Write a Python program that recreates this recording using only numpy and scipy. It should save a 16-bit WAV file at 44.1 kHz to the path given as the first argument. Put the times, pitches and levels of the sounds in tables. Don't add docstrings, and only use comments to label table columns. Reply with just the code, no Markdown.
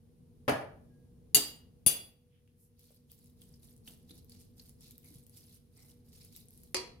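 import sys
import numpy as np
from scipy import signal
from scipy.fft import rfft, irfft, next_fast_len
from scipy.io import wavfile
from scipy.ndimage import uniform_filter1d, map_coordinates

SR = 44100
rng = np.random.default_rng(int(sys.argv[2]) if len(sys.argv) > 2 else 0)


def to_wav(sig):
    pcm = np.clip(np.atleast_2d(sig), -1, 1) * 32767
    pcm = np.round(pcm).astype(np.int16)
    wavfile.write(sys.argv[1], SR, pcm.T)


N = 308700
TOP_HZ = 16300
AGE = np.arange(SR) / SR

# f/Hz, relative level/dB, t60/s (time to fade by 60 dB)
WOOD_MODES = [(135, -3, 0.18), (206, -11.5, 0.28), (253.6, -3.5, 0.25), (298, -7, 0.35), (421, -0.5, 0.18),
              (616, -10, 0.073), (690, -4.5, 0.15), (870, -13, 0.12)]
# start/s, length/s, scrape/dB, wet crackle/dB, tumble/dB
STROKES = [(2.797, 0.16, -71.5, -72, -88), (3.101, 0.19, -74.5, -72.5, -93), (3.391, 0.16, -72.5, -72, -83),
           (3.627, 0.077, -70, -68.5, -82), (3.875, 0.042, -61.5, -60, -72.5),
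           (4.097, 0.085, -67, -67.5, -80.5), (4.315, 0.039, -63, -73.5, -80.5),
           (4.396, 0.032, -67, -68.5, -88), (4.581, 0.1, -71, -67, -81.5), (4.82, 0.085, -61.5, -65, -80.5),
           (5.051, 0.14, -67, -63.5, -79.5), (5.345, 0.21, -67, -66, -81.5),
           (5.766, .15, -67.5, -66.5, -77), (6.064, .05, -75, -72, -85), (6.134, 0.13, -62.5, -66, -80.5),
           (6.327, 0.071, -63.5, -64, -84), (6.533, 0.15, -72.5, -69, -88)]


def glass_down():
    # t/s, relative thud level/dB, relative ring level/dB
    landings = [(0.4795, -2.5, -35.5), (0.4834, 2, -31.5), (0.493, -6, -18.5), (0.508, -13.5, -25)]
    # f/Hz, level/dB
    thud_spectrum = [(30, -36.5), (60, -20.5), (120, -7), (260, -7.5), (400, -7.5), (650, 0), (1000, -8),
                     (1700, -8.5), (2600, -14), (4000, -26), (4800, -23), (7400, -35), (9800, -32.5),
                     (14200, -33.5), (16000, -47)]
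    out = np.zeros((2, N))
    held = [(hz, db, t60 * .35) for hz, db, t60 in glass_modes(place=0.5)]
    for s, thud_db, glass_db in landings:
        thud = amp(thud_db - 21) * burst(thud_spectrum, t60=0.032)
        add(out, s, in_room(thud, room_db=-1, left_db=3))
        add(out, s, in_room(amp(glass_db + 1) * ring(held), room_db=-2, left_db=7.5))
    add(out, landings[0][0], amp(-26) * ring(WOOD_MODES, rise=.004))
    add(out, .89, amp(-66) * ring([(1640, 0.0013, .45)], rise=.1))
    return out


def clinks():
    # t/s, ring/dB, crack/dB, table knock/dB, place struck (0 to 1), left over right/dB, echo/dB
    hits = [(1.346, 3, -9.5, -44.5, 0.13, 5, -9), (1.358, -12, -22, -30, 0.01, 6.5, -2.5),
            (1.368, -24.5, -15.5, -43, 0.17, -6.5, -3.5), (1.863, -1, -16, -53.5, 0.92, 12, -4.5),
            (1.872, -7.5, -15, -51, 0.92, 15.5, -7.5)]
    # f/Hz, level/dB
    crack_spectrum = [(100, -16.5), (400, -10), (900, -12.5), (1500, -15), (2700, -5), (4400, -5.5),
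                      (5700, -6.5), (7500, -0.5), (9000, -8.5), (10500, 1), (13000, -6), (15000, -4.5),
                      (17000, -18.5)]
    # f/Hz, level/dB
    bump_spectrum = [(25, -20), (55, -1.5), (180, 0), (330, -10.5), (700, -16.5), (2000, -44),
                     (5000, -81.5)]
    out = np.zeros((2, N))
    for s, ring_db, crack_db, knock_db, place, left_db, room_db in hits:
        ringing = amp(ring_db) * ring(glass_modes(place))
        crack = amp(crack_db - 8.5) * burst(crack_spectrum, t60=0.029)
        add(out, s, in_room(ringing + crack, room_db=room_db, left_db=left_db))
        outgoing = amp(crack_db - 16) * burst(crack_spectrum, t60=0.014)
        add(out, s, in_room(outgoing, room_db=10.5, left_db=9.5))
        add(out, s, amp(knock_db - 3.5) * ring(WOOD_MODES, rise=0.0046))
    bump = amp(-18.5) * burst(bump_spectrum, t60=0.03)
    add(out, 1.864, in_room(bump, room_db=-23, left_db=24))
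    return out


def glass_modes(place):
    # f/Hz, t60/s, relative level at place 0/dB, at place 1/dB
    modes = [(2807, 0.13, -31, -34.5), (2865, 0.16, -25.5, -43.5), (3387, 0.12, -41, -26),
             (4540, 0.06, -21, -38.5), (4710, 0.16, -27, -31), (4790, 0.25, -28, -41),
             (4800, .05, -27.5, -40), (6260, .16, -29, -29), (7010, 0.1, -18.5, -38.5),
             (7090, 0.063, -20.5, -38.5), (7980, 0.16, -35.5, -31), (8270, .1, -14.5, -30.5),
             (9740, 0.1, -30.5, -26.5), (9750, 0.11, -27, -8.5), (9920, 0.071, -31.5, -22.5),
             (10080, .1, -20.5, -27.5), (11260, .085, -12, -31), (11380, .04, -24, -30.5),
             (11650, 0.094, -33.5, -18.5), (12900, .14, -30.5, -32), (13060, 0.1, -39, -24.5),
             (13960, 0.1, -36, -18.5), (14300, 0.1, -15.5, -36.5), (15400, .08, -25, -23.5),
             (15200, .06, -27, -38)]
    return [(hz, np.interp(place, [0, 1], [first, second]), t60) for hz, t60, first, second in modes]


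def stirring():
    # f/Hz, level/dB
    scrape_spectrum = [(900, -32), (1700, -17.5), (2300, -5.5), (3300, -4.5), (4400, -0.5), (6000, -1),
                       (8000, -3.5), (15000, -7.5)]
    # f/Hz, level/dB
    wet_spectrum = [(3000, -33.5), (5500, -10), (7500, -6.5), (10500, 3), (12500, -1), (14200, 3.5),
                    (16000, -22)]
    # f/Hz, level/dB
    tumble_spectrum = [(50, -1.5), (130, 6.5), (280, 18), (450, -2.5), (700, 0.5), (1200, -6.5),
                       (2000, -6.5), (4000, -27)]
    # t/s, relative level/dB, f/Hz
    nudges = [(4.106, -47, 284), (5.109, -49, 287), (5.155, -43.5, 138)]
    scrape_gain, wet_gain, tumble_gain = stroke_gains()
    clumps = amp(2.2 * wobble(70))
    squelch = amp(-5) * pops(rate=520, hz=4700, spread=.17, cycles=1.6, spread_db=3)
    friction = amp(-4) * colour(grains(rate=1100, spread_db=3), scrape_spectrum) + squelch
    popping = amp(-1.5) * pops(rate=300, hz=11160, spread=.15, cycles=2.2, spread_db=4.5)
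    juice = amp(-2.5) * colour(grains(rate=940, spread_db=3.5), wet_spectrum) + popping
    tumble = amp(5.5) * colour(grains(rate=500, spread_db=3), tumble_spectrum)
    food = clumps * (scrape_gain * friction + wet_gain * juice) + tumble_gain * tumble
    for s, db, hz in nudges:
        add(food, s, amp(db - 0.5) * ring([(hz, 0, .09)], rise=0.0023))
    swish = np.sin(np.pi * np.clip(AGE / 0.17, 0, 1)) ** 2 * rng.standard_normal((2, SR))
    hand = colour(swish, [(600, -20), (1800, -2), (3300, 5), (4500, -16), (9000, -33)])
    add(food, 2.27, amp(-81.5) * hand)
    add(food, 2.545, amp(-70.5) * colour(swish, wet_spectrum))
    return in_room(food, room_db=-7, left_db=-1.5)


def stroke_gains():
    out = np.zeros((3, N))
    for start, length, scrape_db, wet_db, tumble_db in STROKES:
        out = np.maximum(out, amp([[scrape_db], [wet_db], [tumble_db]]) * stroke_shape(start, length))
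    return out


def stroke_shape(start, length):
    attack_s, sag_db_per_s, release_s = 0.015, 18, 0.035
    settle_db, settle_s = -12.5, 0.2
    age = np.arange(N) / SR - start
    before, during, after = np.maximum(-age, 0), np.clip(age, 0, length), np.maximum(age - length, 0)
    release = np.maximum(np.exp(-after / release_s), amp(settle_db) * np.exp(-after / settle_s))
    return np.exp(-before / attack_s) * amp(-sag_db_per_s * during) * release


def pops(rate, hz, spread, cycles, spread_db):
    count = int(rate * N / SR)
    when, place = rng.random((2, count, 1))
    pitch, size, life = np.clip(rng.standard_normal((3, count, 1)), -2.5, 2.5)
    pop_hz = np.minimum(hz * np.exp(spread * pitch), TOP_HZ)
    n = np.arange(256)
    age = n / SR * pop_hz / (cycles * np.exp(.5 * life))
    waves = amp(spread_db * size) * np.sin(2 * np.pi * pop_hz * n / SR) * age * np.exp(-age)
    left = (when * N).astype(int) + n
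    right = left + (place * 7).astype(int)
    return unit(np.array([np.bincount(at.ravel(), waves.ravel(), N)[:N] for at in (left, right)]))


def grains(rate, spread_db):
    size = amp(spread_db * np.clip(rng.standard_normal(N), -2.5, 2.5)) * rng.choice([-1, 1], N)
    left = (rng.random(N) < rate / SR) * size
    place = rng.integers(0, 9, N)
    right = sum(np.roll(left * (place == k), k - 1) for k in range(9))
    return unit(np.array([left, right]))


def spatula_down():
    # t/s, relative level/dB
    drops = [(6.745, -0.5), (6.7668, -8)]
    # f/Hz, level/dB
    crack_spectrum = [(120, -21.5), (230, -19), (366, -7), (623, -12.5), (1100, -13.5), (1650, -17.5),
                      (2300, -8), (3600, -18.5), (5040, -9.5), (5700, -13.5), (10000, -15), (14000, -28),
                      (16000, -54)]
    # f/Hz, relative level/dB, t60/s
    bowl_modes = [(371, 3.5, 0.15), (512, -8.5, 0.16), (964, -10, 0.53), (1102, -7, 0.093),
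                  (1259, -7, 0.14), (2352, -14, 0.21), (3338, -10.5, 0.33), (4120, 1.5, 0.18),
                  (4201, 1, 0.2), (4335, -1, 0.17), (4608, 10, 0.14), (5053, 5.5, 0.13), (5604, -14, 0.23),
                  (7585, -9, .08)]
    out = np.zeros((2, N))
    for s, db in drops:
        crack = amp(db - 23.5) * burst(crack_spectrum, t60=0.027)
        add(out, s, in_room(crack, room_db=-3.5, left_db=-1.5))
        steel = amp(db - 37.5) * ring(bowl_modes, rise=0.015)
        add(out, s, in_room(steel, room_db=-7.5, left_db=-3.5))
    return out


def ticks():
    # t/s, relative level/dB, f/Hz
    sharp_ticks = [(2.4765, -58, 2690), (2.794, -45, 12270), (3.1174, -33, 13700), (3.4176, -38.5, 9830),
                   (3.6321, -40.5, 9400), (3.8756, -47, 3010), (4.2961, -37.5, 10800), (4.6942, -37, 9870),
                   (4.8085, -40.5, 9900), (4.9092, -36, 11700), (4.9806, -34.5, 12740), (5.045, -41, 10000),
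                   (5.2664, -38.5, 12340), (5.2959, -40.5, 11000), (6.2487, -38, 11600),
                   (6.3634, -31, 12600), (6.485, -39, 9600), (6.5066, -41.5, 12860), (6.576, -40, 10450),
                   (6.6348, -40.5, 11800)]
    out = np.zeros((2, N))
    for s, db, hz in sharp_ticks + stray_ticks():
        click = burst([(hz / 6, -22), (hz * .6, -9), (hz, 0), (hz * 1.5, -7)], t60=.005)
        snap = click + 2 * ring([(hz, 0, .004)], rise=.0002)
        add(out, s, amp(db - 1.5) * snap / np.abs(snap).max())
    return in_room(out, room_db=-3, left_db=2)


def stray_ticks():
    per_second, late_s = 9, .09
    middle_db, scatter_db, middle_hz = -47.5, 3, 10500
    chance = rng.random((200, 3))
    times = np.cumsum(-np.log(1 - chance[:, 0])) / per_second
    return [(s, middle_db + scatter_db * (2 * size - 1), middle_hz * 2 ** (pitch - .5))
            for s, (_, size, pitch) in zip(times, chance)
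            if any(start < s < start + length + late_s for start, length, *_ in STROKES)]


def squeaks():
    # t/s, relative level/dB, f/Hz, t60/s
    catches = [(2.905, -64.5, 539, 0.085), (3.099, -68, 3270, 0.054), (3.418, -60.5, 3200, .03),
               (3.539, -61, 5160, 0.037), (3.876, -48, 3020, 0.033), (4.093, -59, 3495, .035),
               (4.108, -53, 3900, 0.037), (4.319, -57.5, 4420, 0.037), (4.596, -49.5, 4460, 0.029),
               (5.041, -70.5, 2190, 0.22), (5.777, -74.5, 2094, 0.47), (6.205, -72.5, 2270, .2),
               (6.211, -59, 4500, 0.032), (6.351, -57.5, 3850, .035)]
    out = np.zeros((2, N))
    for s, db, hz, t60 in catches:
        spectrum = [(hz / 4, -26), (hz * .8, -18), (hz, 0), (hz * 1.25, -14), (hz * 3, -32)]
        add(out, s, amp(db + 2) * burst(spectrum, t60))
    return in_room(out, room_db=-9.5, left_db=-0.5)


def in_room(x, room_db, left_db):
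    # f/Hz, t60/s
    decay_times = [(100, 0.73), (600, 0.5), (1600, 0.43), (4000, 0.38), (8000, 0.29), (15000, 0.35)]
    # f/Hz, level/dB
    wall_spectrum = [(300, 3.5), (4000, 0.5), (9000, -3.5), (15000, -6.5)]
    hz, t, bands = signal.stft(diffuse(rng.standard_normal((2, SR))), SR, nperseg=256)
    decay = amp(-60 * t / along(decay_times, hz)[:, None])
    tail = signal.istft(bands * decay, SR, nperseg=256)[1][:, :SR]
    near_walls = 1 + amp(3) * fade(t60=.065)
    build_up = 1 - np.exp(-AGE / 0.0026)
    tail *= near_walls * build_up
    tail = colour(even(tail, width_hz=40), wall_spectrum)
    tail /= np.sqrt(np.sum(tail ** 2) / 2)
    echo = signal.fftconvolve(x[:1], tail, axes=1)[:, :x.shape[1]]
    return x * amp([[0], [-left_db]]) + amp(room_db) * echo


def background():
    # t/s, level/dB
    rumble_levels = [(0, -61.5), (.65, -58), (1.8, -60), (2.15, -68.5), (3.0, -66.5), (3.3, -61),
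                     (4.25, -58.5), (5.7, -63.5), (6.1, -60.5), (7, -59.5)]
    # f/Hz, level/dB
    rumble_spectrum = [(12, -41), (20, -16), (80, -3.5), (182, -6.5), (206, -17.5), (240, -1), (270, -18.5),
                       (408, -20.5), (484, -13.5), (518, -27.5), (1200, -42.5), (1560, -75), (2640, -120)]
    # f/Hz, level/dB
    hum_tones = [(96.9, -73.5), (140, -77.5), (242.2, -80), (484.5, -80)]
    # f/Hz, level/dB
    hiss_spectrum = [(700, -2), (1200, -1.5), (3500, -2), (5500, -2.5), (8400, -7), (9500, 4.5),
                     (11000, -3), (14000, -3), (16000, -11.5)]
    t = np.arange(N) / SR
    rumble_db = np.interp(t, *np.transpose(rumble_levels))
    rumble = amp(rumble_db) * unit(colour(diffuse(rng.standard_normal((2, N))), rumble_spectrum))
    hum = np.zeros(N)
    for hz, db in hum_tones:
        peak = np.sqrt(2) * amp(db + 0.95 * wobble(5.5))
        hum += peak * np.sin(2 * np.pi * hz * t + 1.5 * wobble(6.9))
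    hiss_db = -80.5 + 0.3 * (rumble_db - rumble_db.mean())
    hiss = amp(hiss_db) * colour(rng.standard_normal((2, N)), hiss_spectrum)
    return rumble + hum + hiss


def ring(modes, rise=.0005):
    lags = rng.normal(0, 0.00012, (len(modes), 1, 1)) * [[0], [1]]
    waves = sum(amp(db) * fade(t60) * np.sin(2 * np.pi * hz * (AGE + lag))
                for (hz, db, t60), lag in zip(modes, lags))
    return waves * (1 - np.exp(-AGE / rise))


def burst(spectrum, t60):
    noise = diffuse(rng.standard_normal((2, SR))) * fade(t60)
    return colour(even(noise, width_hz=6 / t60), spectrum)


def diffuse(pair):
    # f/Hz, likeness (0 to 1)
    likeness = [(60, 0.92), (350, 0.68), (700, 0.18), (1300, 0), (8000, 0.03)]
    hz = np.fft.rfftfreq(pair.shape[1], 1 / SR)
    turn = np.arccos(np.clip(along(likeness, hz), -1, 1)) / 2
    mid, side = irfft(rfft(pair) * [np.cos(turn), np.sin(turn)], pair.shape[1])
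    return np.array([mid + side, mid - side])


def even(noise, width_hz):
    bins = rfft(noise)
    power = np.abs(uniform_filter1d(np.mean(np.abs(bins) ** 2, axis=0), int(width_hz)))
    return irfft(bins * np.sqrt(power.mean() / (power + 1e-20)), SR) * (AGE < .7)


def colour(x, spectrum):
    size = 2 * next_fast_len(x.shape[-1] // 2 + 4096)
    gain = unit(amp(along(spectrum, np.fft.rfftfreq(size, 1 / SR))))
    cepstrum = irfft(np.log(gain))[:size // 2]
    cepstrum[1:] *= 2
    return irfft(rfft(x, size) * np.exp(rfft(cepstrum, size)))[..., :x.shape[-1]]


def along(points, hz):
    point_hz, values = np.transpose(points)
    return np.interp(np.log(hz + 1), np.log(point_hz), values)


def wobble(rate):
    return map_coordinates(rng.standard_normal(int(N * rate / SR) + 4), [np.arange(N) * rate / SR])


def fade(t60):
    return np.exp(-np.log(1000) * AGE / t60)


def amp(db):
    return 10 ** (np.asarray(db) / 20)


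def unit(x):
    return x / np.sqrt(np.mean(x ** 2) + 1e-20)


def add(track, s, x):
    at = round(s * SR)
    track[..., at:at + x.shape[-1]] += x[..., :N - at]


def scene():
    return glass_down() + clinks() + stirring() + squeaks() + ticks() + spatula_down() + background()


def record(dry):
    return signal.sosfilt(signal.ellip(12, .1, 90, TOP_HZ, fs=SR, output="sos"), dry)


dry = scene()
out = record(dry)
to_wav(out)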